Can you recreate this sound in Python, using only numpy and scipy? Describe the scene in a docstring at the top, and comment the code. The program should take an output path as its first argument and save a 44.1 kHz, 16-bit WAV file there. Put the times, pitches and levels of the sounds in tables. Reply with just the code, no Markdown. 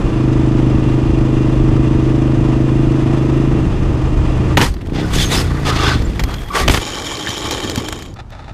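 """A V-twin motorcycle cruises through traffic: exhaust drone, tyre rush, wind on the rider's microphone.
The throttle closes. At 4.6 s the bike hits a car and buckles its sheet metal. The engine revs once
and runs down while loose parts clatter, bodywork grinds on asphalt and metal edges squeal.
Near 6.7 s the bike slams down in a spray of grit, then slides, its frame ringing over stones.
It stops at 8.2 s and rocks on its fairing; the traffic goes on."""
import sys
import numpy as np
from scipy import signal
from scipy.fft import rfft, irfft, next_fast_len
from scipy.io import wavfile
from scipy.ndimage import uniform_filter1d

SR = 44100
rng = np.random.default_rng(int(sys.argv[2]) if len(sys.argv) > 2 else 0)


def dump(signal):
    """Clip the signal to [-1, 1] and save it as 16-bit WAV at the path in sys.argv[1]."""
    limited = np.clip(np.atleast_2d(signal).T, -1, 1)
    pcm = np.round(limited * 32767).astype(np.int16)
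    wavfile.write(sys.argv[1], SR, pcm)


N = 376173
TIME = np.arange(N) / SR

# Table levels are relative. Order: multiple of the four-stroke cycle rate.
# engine speed: t/s, cycle rate/Hz
CYCLE_RATE = [(0, 25.59), (1.4, 25.745), (2.55, 26.07), (3.4, 26.58), (3.53, 26.62), (3.68, 25.85),
              (3.82, 26.08), (4.57, 25.42), (4.78, 22.4), (4.9, 28.3), (5.02, 34.5), (5.1, 34.2), (5.3, 32),
              (5.5, 29.4), (5.7, 27.5), (5.93, 25.0), (6.1, 18), (6.7, 11)]
# engine pulls, coasts, revs, dies: t/s, level/dB, load/0-1
ENGINE_DRIVE = [(.1, -25, 0.9), (.17, -18.5, 1), (.5, -16, 0.96), (1.04, -18.5, 1), (1.32, -17, 1),
                (2.5, -17, 1), (2.97, -16, 0.94), (3.45, -17, 0.98), (3.6, -18.5, 1), (3.72, -19.5, 0.24),
                (4.1, -18.5, 0.06), (4.58, -16, 0.3), (4.71, -43, 0), (4.82, -39, 0.4), (4.9, -25, 0.44),
                (5.0, -17.5, 0.5), (5.12, -21, 0), (5.93, -18.5, 0), (6.15, -25, 0), (6.35, -23.5, 0.1),
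                (6.7, -75, 0)]
# silencer and airbox at cruise: order, level/dB
CRUISE_ORDERS = [(1, -18), (2, -12.5), (3, -17.5), (4, -8.5), (5, 3.5), (6, -10.5), (7, -11.5), (8, -12),
                 (9, -3.5), (10, -5.5), (11, -6), (12, 0), (13, -1.5), (14, -19.5), (15, -17), (16, -13.5),
                 (17, -14), (18, -21.5), (19, -40), (20, -25), (21, -38), (22, -33), (23, -27.5),
                 (24, -24.5), (25, -23.5), (26, -30)]
# pipes, throttle closed: order, level/dB
UNLOADED_ORDERS = [(1, -24), (2, 0), (3, 9), (4, 2.5), (5, 4.5), (6, -11), (7, -0.5), (8, -24), (9, -4.5),
                   (10, -6), (11, -8.5), (12, -4), (13, -10), (14, -20), (16, -22)]
# silencer and airbox response: f/Hz, level/dB
PIPE_COLOUR = [(100, 1), (128, 4), (165, -4), (190, 1.5), (240, -7), (280, 1), (310, 7), (340, -5)]
# exhaust resonances: f/Hz, width/Hz, level/dB
EXHAUST_MODES = [(174, 39, 20), (230, 58, 15), (280, 56, 20), (405, 110, 13), (620, 200, -17)]
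# tyre, chain and air rush: t/s, level/dB
ROAD_LEVEL = [(0, -28), (2.6, -28.8), (3.25, -27.5), (3.7, -29), (4.1, -29), (4.555, -26)]
# its spectrum: f/Hz, level/dB
ROAD_COLOUR = [(220, -10), (380, -2.5), (422, -6.5), (514, -9.5), (644, -9.5), (808, -13.5), (1160, -13.5),
               (1460, -21.5), (1910, -20.5), (2250, -26), (2740, -23), (4120, -33), (7660, -39),
               (11000, -50.5), (14000, -79)]
# engine case: f/Hz, width/Hz, level/dB
CASE_MODES = [(1172, 25, 6), (2452, 29, 4.5), (2747, 22, 5.5), (3060, 52, -8), (3420, 20, -1.5),
              (4950, 48, -7.5), (6180, 34, -9)]
# airflow: t/s, level/dB
WIND_LEVEL = [(0, -22.5), (.7, -15.5), (1.2, -17.5), (3.4, -18.5), (3.7, -13), (4.3, -16), (4.75, -17.5),
              (4.86, -23), (5.9, -21), (6.3, -21), (6.6, -31), (6.85, -33.5), (7.35, -41), (7.46, -34),
              (8.53, -33)]
# gusts from cars and tumbling: centre t/s, level/dB
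GUSTS = [(0.048, -13.5), (1.68, -14.5), (5.19, -14.5), (5.42, -18.5), (6.06, -19.5), (6.22, -23),
         (6.69, -11.5)]
# wind buffet: f/Hz, level/dB
BUFFET_COLOUR = [(18, -3.5), (30, 1.5), (58, 1.5), (90, -4.5), (120, -11)]
# wind flutter: f/Hz, level/dB
FLUTTER_COLOUR = [(60, -27), (110, -1.5), (200, -3), (350, -8), (700, -27.5), (1500, -51)]
# passing cars: f/Hz, level/dB
TRAFFIC_COLOUR = [(70, 0.5), (120, -3), (330, -36), (900, -23.5), (2400, -40.5), (7000, -51), (14000, -70)]
# impacts: t/s, crack/dB, thud/dB, treble re crack/dB, t60/s
BLOWS = [(4.571, 6.5, -19, -19, 0.046), (4.577, -5, -12, -11, .025), (4.604, -4.5, -9.5, -32, 0.056),
         (4.613, -1, -17, -16, 0.056), (4.627, -12, -11, -12, 0.047), (4.74, -27, -36, -5, 0.028),
         (4.766, -21, -36, -30, 0.025), (4.809, -27, -32, -36, 0.07), (4.861, -25, -24, -14, 0.019),
         (4.897, -24, -24, -27, 0.018), (6.02, -19, -12, -12, 0.038), (6.133, -21, -32, -30, 0.024),
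         (6.194, -8, -22, -15, 0.057), (6.237, -7.5, -27, -9, 0.024), (6.34, -12.5, -32, -13.5, 0.035),
         (6.679, 6, -13, -17, 0.02), (6.683, 9.5, -19, -21, 0.013), (6.696, 1.5, -22, -21, 0.05),
         (6.738, -4, -20, -19, 0.04), (6.744, 0, -15, -22, 0.046), (6.773, -2, -19, -22, 0.045),
         (7.271, -17, -31, -14, 0.027), (7.289, -11, -22, -12, 0.025), (7.307, -12, -35, -12, .012),
         (7.379, -13, -37, -4, 0.0093), (7.509, -9, -21, -8, 0.032), (7.602, -8.5, -24, -22, 0.02),
         (7.645, -15, -19, -15, 0.02), (7.697, -9.5, -20, -2.5, 0.014), (7.758, -6, -22, -7, 0.016),
         (7.776, -18, -14.5, -5, 0.037), (7.885, -10, -40, -11.5, 0.031), (7.925, -7, -36, -18, 0.025),
         (7.989, -21, -29, -11, 0.028), (8.022, -21.5, -34, -11, 0.043), (8.059, -27, -42, -18, .04),
         (8.14, -32.5, -47, -2, 0.014), (8.304, -33, -50, -2, .012)]
# cracking fairing: f/Hz, level/dB
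CRACK_COLOUR = [(240, 0), (400, 9.5), (558, -2), (1250, -2.5), (1390, -4), (1910, 1), (2360, -1),
                (3050, -2.5), (4390, -9), (13500, -66)]
# splinters: f/Hz, level/dB
SPLINTER_COLOUR = [(4200, 5), (7200, -2), (9000, -13), (14000, -9.5)]
# thud: f/Hz, level/dB
THUD_COLOUR = [(40, -18), (90, 5), (250, -1), (450, -38), (900, -19)]
# metal frame: f/Hz, width/Hz, level/dB
FRAME_MODES = [(853, 65, 3.5), (1120, 93, 3.5), (1794, 25, 0), (2340, 80, -2), (3145, 125, 5.5),
               (3740, 230, -3.5), (4600, 100, -11), (5340, 330, -7.5), (6840, 260, -3.5), (7150, 150, -8)]
# hollow fairing: f/Hz, width/Hz, level/dB
FAIRING_MODES = [(677, 95, 5.5), (817, 110, 9), (1257, 120, 5.5), (1720, 210, -3), (2350, 200, -10),
                 (3500, 140, -2.5)]
# car's sheet metal: f/Hz, width/Hz, level/dB
CAR_MODES = [(169, 42, 8), (235, 50, 4), (780, 60, -6), (926, 50, 6), (1470, 84, -9)]
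# bodywork digs in: t/s, length/s, rasp/dB, bite/dB, hiss/dB, swell/(dB/s)
SCRAPES = [(4.622, 0.027, -19.5, -18.5, -27.5, -28), (4.96, 0.047, -28, -28, -56, 2),
           (5.137, 0.097, -31, -18.5, -29.5, 51), (5.327, 0.086, -23, -18, -27.5, -81),
           (5.667, 0.034, -20, -17.5, -36, 40), (5.755, 0.095, -23.5, -20.5, -41, 50),
           (5.869, 0.076, -23.5, -19.5, -41, -68), (6.205, 0.04, -36, -50, -53, 0),
           (6.298, 0.025, -30.5, -36, -52, 0), (6.561, 0.059, -18, -18.5, -30, -20),
           (6.713, 0.058, -25, -22, -28, -5)]
# bodywork on asphalt: f/Hz, level/dB
GRIND_COLOUR = [(380, 5), (550, -4), (800, -0.5), (1200, -10.5), (2000, -5), (2600, -2), (3500, -2),
                (4200, -5.5), (7000, -14), (9000, -16), (14000, -24.5)]
# scraped panels: f/Hz, width/Hz, level/dB
PANEL_MODES = [(1157, 166, 3), (1500, 95, -0.5), (1936, 170, 2), (2780, 120, -2), (3475, 180, 5),
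               (4300, 400, -2), (4950, 280, -2), (6320, 250, -13.5)]
# stick-slip of metal edges: centre t/s, length/s, f/Hz, jitter scale/Hz, level/dB
SQUEALS = [(5.163, .025, 6560, 80, -31), (5.255, 0.078, 6400, 70, -24), (5.214, 0.064, 3460, 91, -21),
           (5.238, 0.036, 3120, 90, -23), (5.335, 0.056, 3720, 170, -17.5), (5.383, 0.06, 5120, 150, -24),
           (5.7, 0.1, 1197, 70, -21), (5.851, 0.24, 1167, 74, -24), (5.89, 0.12, 1516, 70, -20),
           (5.85, .22, 3500, 81.4, -32), (5.998, 0.12, 3500, 25, -41), (6.056, .025, 7300, 60, -36),
           (6.393, 0.45, 3280, 25, -42), (6.58, 0.16, 1150, 28.2, -18), (7.269, 0.048, 1850, 198, -25),
           (7.305, 0.05, 5600, 256, -30)]
# flying grit: f/Hz, level/dB
SPRAY_COLOUR = [(8000, -4), (10000, -2), (14000, 2)]
# gravel under the frame: f/Hz, level/dB
GRAVEL_COLOUR = [(450, 1), (650, -4), (1000, -8), (1400, -4.5), (2300, -7.5), (2650, -20), (3180, -7),
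                 (4400, -15), (7100, -20), (8200, -19), (11000, -21), (14000, -32)]
# whole bike shaking: f/Hz, width/Hz, level/dB
JUDDER_MODES = [(117, 30, 1), (186, 95, -3.5), (309, 91, 7), (400, 52, -15)]
# frame digs in: centre t/s, half-length/s, level re steady slide/dB
SURGES = [(7.064, 0.0091, -1), (7.462, 0.021, 0.5), (7.53, 0.021, 1), (7.793, 0.018, 2)]
# fairing rocks: t/s, length/s, level/dB, t60/s
KNOCKS = [(8.159, 0.0099, -35, 0.065), (8.186, 0.016, -30.5, 0.061), (8.32, 0.006, -34, .09),
          (8.347, 0.0036, -40, 0.045), (8.39, .006, -34, .05), (8.439, 0.0041, -37, 0.033),
          (8.478, 0.02, -37.5, 0.069)]

IMPACT_S, FALL_S, SLAM_S, REST_S = 4.572, 4.92, 6.79, 8.154   # hits car, meets road, lies flat, stops


def from_db(db):
    """Decibels to gain."""
    return 10 ** (np.asarray(db) / 20)


def rms_one(x):
    """Scale to unit power."""
    return x / np.sqrt(np.mean(x ** 2) + 1e-20)


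def white():
    """Gaussian noise."""
    return rng.standard_normal(N)


def drift(rate_hz):
    """Random wander; rms 1."""
    knots = rng.standard_normal(4096)
    return rms_one(np.interp(TIME * rate_hz, np.arange(len(knots)), knots))


def colour(x, spectrum):
    """Shape by a spectrum, 40 dB/octave off beyond its ends; rms 1."""
    size = next_fast_len(N)
    octave = np.log2(np.maximum(np.arange(size // 2 + 1) * SR / size, 1))
    hz, db = np.transpose(spectrum)
    beyond = np.abs(octave - np.clip(octave, np.log2(hz[0]), np.log2(hz[-1])))
    gain = from_db(np.interp(octave, np.log2(hz), db) - 40 * beyond)
    return rms_one(irfft(rfft(x, size) * gain, size)[:N])


def cut(x, hz, kind, order=4):
    """Butterworth filter."""
    return signal.sosfilt(signal.butter(order, hz, kind, fs=SR, output="sos"), x)


def resonate(x, modes):
    """Parallel resonators; rms 1."""
    out = 0
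    for hz, width_hz, db in modes:
        r = np.exp(-np.pi * width_hz / SR)
        feedback = [1, -2 * r * np.cos(2 * np.pi * hz / SR), r * r]
        out = out + from_db(db) * (1 - r * r) * signal.lfilter([1, 0, -1], feedback, x + 1e-18)
    return rms_one(out)


def grit(per_s, spread_db):
    """Random clicks of uneven size; rms 1."""
    sizes = from_db(spread_db * np.minimum(rng.exponential(1, N), 4))
    return rms_one(sizes * np.sign(white()) * (rng.random(N) < per_s / SR))


def linger(clicks, tau_s):
    """Exponential tail on each click."""
    return signal.lfilter([1], [1, -np.exp(-1 / (tau_s * SR))], clicks + 1e-18)


def curves(rows):
    """Table columns as controls in time."""
    times_s, *columns = np.transpose(rows)
    return [np.interp(TIME, times_s, column) for column in columns]


def held(start_s, end_s, attack_s, t60_s):
    """Rise, hold, decay envelope."""
    rise = np.clip((TIME - start_s) / attack_s, 0, 1)
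    return rise * from_db(-60 * np.clip((TIME - end_s) / t60_s, 0, 3))


def bell(centre_s, half_s):
    """Gaussian envelope."""
    return np.exp(-np.minimum(((TIME - centre_s) / half_s) ** 2, 20))


def crank(firing_s=1.4462):
    """Engine cycles counted from a front-cylinder firing."""
    cycle = np.cumsum(curves(CYCLE_RATE)[0]) / SR
    return cycle - np.interp(firing_s, TIME, cycle)


def drone(cycle, cruise_hz=26.02, tuned_hz=25.7, detune_db_per_hz=0.2):
    """Silencer booms on low orders, airbox growls on high ones; unloaded, the pipes sing."""
    rate_hz = curves(CYCLE_RATE)[0]
    orders, db = np.transpose(CRUISE_ORDERS)
    pipe_hz, pipe_db = np.transpose(PIPE_COLOUR)
    log_gain = np.log(from_db(np.r_[db[0], db, db[-1]]))
    lag = np.imag(signal.hilbert(np.r_[log_gain, log_gain[-2:0:-1]]))   # passive pipe: minimum phase
    boom, growl, pipe = 0, 0, 0
    for n, order_db in zip(orders, db):
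        if n < 7:
            tone = np.cos(2 * np.pi * n * (cycle - .16) - lag[int(n)])   # silencer trails intake
            boom += from_db(order_db) * tone
        else:
            tone = np.cos(2 * np.pi * n * cycle - lag[int(n)])
            growl += np.interp(n * rate_hz / cruise_hz, orders, from_db(db)) * tone   # peaks stay put
        if n <= UNLOADED_ORDERS[-1][0]:
            unloaded = from_db(np.interp(n, *np.transpose(UNLOADED_ORDERS)))
            pipe += unloaded * np.interp(n * rate_hz, pipe_hz, from_db(pipe_db)) * tone
    level_db, load = curves(ENGINE_DRIVE)
    slack = 1 - load
    detune_db = detune_db_per_hz * np.abs(rate_hz - tuned_hz)
    boom = from_db(2.5 - detune_db - 15 * slack) * rms_one(boom)
    growl = from_db(2.5 - 21 * slack) * rms_one(growl)
    pipe = from_db(.5) * slack * rms_one(pipe)
    uneven_db = (.48 + 1.5 * (TIME > IMPACT_S)) * drift(50)   # no two charges burn alike
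    return from_db(level_db + uneven_db) * (boom + growl + pipe)


def exhaust(cycle, rear_lag_cycles=.4375, blip_db=12, blip_hz_per_s=35):
    """After the hit, two unevenly spaced firings a cycle bark in the pipes, most as revs climb."""
    ragged = cycle + .003 * drift(80)
    counts = [np.floor(ragged - lag) for lag in (0, rear_lag_cycles)]
    front, rear = [np.diff(count, prepend=count[0]) for count in counts]
    pulses = (front + rear) * from_db(4 * drift(70))
    puffs = white() * linger(pulses, .0046)   # gas behind each firing
    bark = rms_one(resonate(pulses, EXHAUST_MODES) + .45 * resonate(puffs, EXHAUST_MODES))
    level_db, load = curves(ENGINE_DRIVE)
    climb_hz_per_s = uniform_filter1d(np.gradient(curves(CYCLE_RATE)[0]) * SR, size=4000)
    blip = np.clip(climb_hz_per_s / blip_hz_per_s, 0, 1)
    gain = from_db(level_db - 10 + blip_db * blip) * (1 - load) * (TIME > IMPACT_S)
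    return gain * cut(bark, 710, "low", order=2)


def road(cycle):
    """Tyre and air rush until the hit; case and gears rattle in step with the engine."""
    beat = 1 + .17 * np.cos(2 * np.pi * (cycle - .22))
    rush = from_db(.36) * colour(white(), ROAD_COLOUR) * from_db(1.6 * drift(90))
    rattle = from_db(-14.5) * beat * resonate(grit(per_s=3000, spread_db=4), CASE_MODES)
    cycle_sample = (cycle % 1 * SR / CYCLE_RATE[0][1]).astype(int)   # same gear noise every cycle
    gears = from_db(-3.5) * beat * colour(white(), ROAD_COLOUR)[cycle_sample]
    rolling = np.clip((ROAD_LEVEL[-1][0] - TIME) / .007 + 1, 0, 1)
    return from_db(curves(ROAD_LEVEL)[0]) * rolling * (rush + rattle + gears)


def wind():
    """Gusty air on the microphone: low buffet, softer flutter above."""
    buffet = from_db(-1) * colour(white(), BUFFET_COLOUR)
    flutter = from_db(-7.5 + 1.4 * drift(25)) * colour(white(), FLUTTER_COLOUR)
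    gust_power = sum(from_db(db) ** 2 * bell(t_s, half_s=.063) for t_s, db in GUSTS)
    airflow = np.sqrt(from_db(curves(WIND_LEVEL)[0]) ** 2 + gust_power)
    return airflow * (buffet + flutter)


def traffic():
    """Steady rumble of passing cars."""
    return from_db(-35) * colour(white(), TRAFFIC_COLOUR)


def blows():
    """Fairing cracks and metal rings over a dull thud; once flat, the bare frame clangs too."""
    crack, thud, splinter = np.zeros((3, N))
    for t_s, crack_db, thud_db, treble_db, t60_s in BLOWS:
        at = slice(int(t_s * SR), int(t_s * SR) + SR // 2)
        age_s = TIME[:len(TIME[at])]
        burst = from_db(-60 * age_s / t60_s) * (1 - np.exp(-age_s / .0006))
        crack[at] += from_db(crack_db) * burst
        splinter[at] += from_db(crack_db + treble_db) * burst
        thud[at] += from_db(thud_db) * np.exp(-age_s / .011) * (1 - np.exp(-age_s / .00083))
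    shatter = colour(grit(per_s=9100, spread_db=4), CRACK_COLOUR)
    shatter += from_db(-9) * resonate(white(), FRAME_MODES)
    clang = from_db(-8.5) * (TIME > SLAM_S) * resonate(white(), FRAME_MODES)
    treble = from_db(-.5) * colour(grit(per_s=7900, spread_db=-2), SPLINTER_COLOUR)
    crunch = from_db(-7.5) * rms_one(cut(shatter, 4000, "low"))
    crunch += from_db(-14.5) * resonate(white(), FAIRING_MODES)
    bass = from_db(1.5) * colour(white(), THUD_COLOUR)
    return crack * (crunch + clang) + splinter * treble + thud * bass


def crush(length_s=.063):
    """The car's side buckles; dense creases ring its sheet metal."""
    pressing = from_db(-14) * held(IMPACT_S, IMPACT_S + length_s, attack_s=.004, t60_s=.1)
    return pressing * resonate(grit(per_s=2000, spread_db=1.5), CAR_MODES)


def clatter(per_s=17, spread_db=4.5, t60_s=.037):
    """Loose parts knock at random during the tumble."""
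    hits = (rng.random(N) < per_s / SR) * from_db(spread_db * np.clip(white(), -2, 1.5))
    tumbling = held(IMPACT_S, SLAM_S, attack_s=.05, t60_s=.1)
    tick = resonate(white(), FAIRING_MODES) + from_db(-3) * colour(white(), GRIND_COLOUR)
    return from_db(-37) * linger(hits * tumbling, t60_s / np.log(1000)) * tick


def contact(fade_db_per_s=5, rise60_s=.12, t60_s=.19):
    """Rasp, bite and hiss gains: loose wobble, fading drag, hard scrapes."""
    dragging = held(FALL_S, SLAM_S, attack_s=.14, t60_s=.1) * from_db(-fade_db_per_s * (TIME - FALL_S))
    wobbling = from_db(-16.5) * held(IMPACT_S, FALL_S, attack_s=.03, t60_s=.12)
    power = np.outer(from_db([-28.5, -33, -45.5]), dragging + wobbling) ** 2
    for t_s, length_s, *bands_db, swell_db_per_s in SCRAPES:
        at = np.flatnonzero(np.abs(TIME - t_s) < .5)
        age_s = TIME[at] - t_s
        away = np.maximum(-age_s / rise60_s, 0) + np.maximum((age_s - length_s) / t60_s, 0)
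        swell_db = swell_db_per_s * (np.clip(age_s, 0, length_s) - length_s / 2)
        power[:, at] += np.outer(from_db(bands_db), from_db(swell_db - 60 * away)) ** 2
    return np.sqrt(power)


def wandering(x, modes, swing_db, bend, rate_hz):
    """Modes shift in level and pitch as the contact point moves; rms 1."""
    out = 0
    for hz, width_hz, db in modes:
        warped_s = TIME + bend * drift(rate_hz) / rate_hz
        bent = np.interp(warped_s, TIME, resonate(x, [(hz, width_hz, 0)]))
        out = out + from_db(db + swing_db * drift(rate_hz)) * np.sqrt(width_hz) * bent
    return rms_one(out)


def grind():
    """Asphalt tears at the bodywork and rings its panels, brighter where it digs in."""
    rasp, bite, hiss = contact()
    stones = grit(per_s=9000, spread_db=2) * from_db(1.86 * drift(110))
    panels = wandering(grit(per_s=5200, spread_db=5.5), PANEL_MODES, swing_db=3, bend=.0124, rate_hz=45)
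    tearing = colour(stones, GRIND_COLOUR) + from_db(-3) * panels
    low = from_db(-.05) * rms_one(cut(tearing, 1600, "low"))
    middle = from_db(-4) * rms_one(cut(tearing, [1600, 7000], "band"))
    high = from_db(-.5) * rms_one(cut(tearing, 7000, "high"))
    return rasp * low + bite * middle + hiss * high


def squeals():
    """Metal edges stick and slip: brief jittering tones with a faint octave."""
    out = np.zeros(N)
    for t_s, length_s, hz, jitter_hz, db in SQUEALS:
        at = np.flatnonzero(np.abs(TIME - t_s) < length_s / 2)
        swell = np.sqrt(np.abs(np.cos(np.pi * (TIME[at] - t_s) / length_s)))
        phase = 2 * np.pi * np.cumsum(hz + 1.1 * jitter_hz * drift(450)[at]) / SR
        grip = from_db(db - 2 + 4.5 * drift(400)[at])
        out[at] += swell * grip * (np.sin(phase) + from_db(-19) * np.sin(2 * phase))
    return out


def spray(start_s=6.19):
    """Fine grit fizzes over the microphone until the bike lies flat."""
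    flying = from_db(-53) * held(start_s, SLAM_S, attack_s=.005, t60_s=.3)
    return flying * colour(grit(per_s=2500, spread_db=5), SPRAY_COLOUR)


def slide(slowing_s=.55, snags_per_s=260):
    """Metal drags to rest over stones: they crackle, the frame rings, the bike judders."""
    speed = held(SLAM_S, REST_S, attack_s=.018, t60_s=.1) * np.clip((REST_S - TIME) / slowing_s, 0, 1)
    rough_patch = from_db(-28.5) * held(7.41, 7.8, attack_s=.023, t60_s=.96)
    judder = np.hypot(from_db(-31.5) * np.sqrt(speed), rough_patch)
    surge_power = sum(from_db(db) ** 2 * bell(t_s, half_s) for t_s, half_s, db in SURGES)
    scrape = from_db(-27) * speed * np.sqrt(1 + surge_power)
    snags = (rng.random(N) < snags_per_s / SR) * rng.uniform(.3, 1, N)
    pressure = 1 + from_db(3.5) * np.minimum(linger(snags, tau_s=.002), 1.1)
    rubbing = pressure * grit(per_s=7000, spread_db=3)
    ringing = from_db(-.5) * wandering(rubbing, FRAME_MODES, swing_db=1.8, bend=.0053, rate_hz=36)
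    gravel = from_db(-5.5) * colour(pressure * grit(per_s=5500, spread_db=3.5), GRAVEL_COLOUR)
    bursts = linger(np.abs(grit(per_s=250, spread_db=4)), tau_s=.0006) * white()
    crackle = from_db(-9) * rms_one(cut(bursts, [1800, 6500], "band"))
    bumps = cut(resonate(grit(per_s=900, spread_db=2.5), JUDDER_MODES), 650, "low")
    return scrape * (ringing + gravel + crackle) + from_db(2.5) * judder * bumps


def settle(gravel_from_s=8.29):
    """The stopped bike rocks on its hollow fairing; gravel shifts beneath."""
    rocking = sum(from_db(db) * held(t_s, t_s + length_s, attack_s=.0041, t60_s=t60_s)
                  for t_s, length_s, db, t60_s in KNOCKS)
    shifting = from_db(-44) * held(gravel_from_s, TIME[-1], attack_s=.012, t60_s=.1)
    hollow = cut(resonate(grit(per_s=2500, spread_db=3), FAIRING_MODES), 5500, "low", order=2)
    return (rocking + shifting) * hollow


def scene():
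    """One microphone, both channels alike."""
    cycle = crank()
    ride = traffic() + drone(cycle) + exhaust(cycle) + road(cycle) + wind()
    crash = crush() + grind() + squeals() + slide() + clatter() + blows() + spray() + settle()
    mono = ride + crash
    return np.array([mono, mono])


def record(dry):
    """Soft overload on the peaks, then a steep low-pass."""
    ceiling, cutoff_hz = .95, 14700
    rounded = dry / (1 + np.abs(dry / ceiling) ** 6) ** (1 / 6)
    return signal.sosfilt(signal.ellip(10, .1, 90, cutoff_hz, fs=SR, output="sos"), rounded)


dry = scene()
out = record(dry)
dump(out)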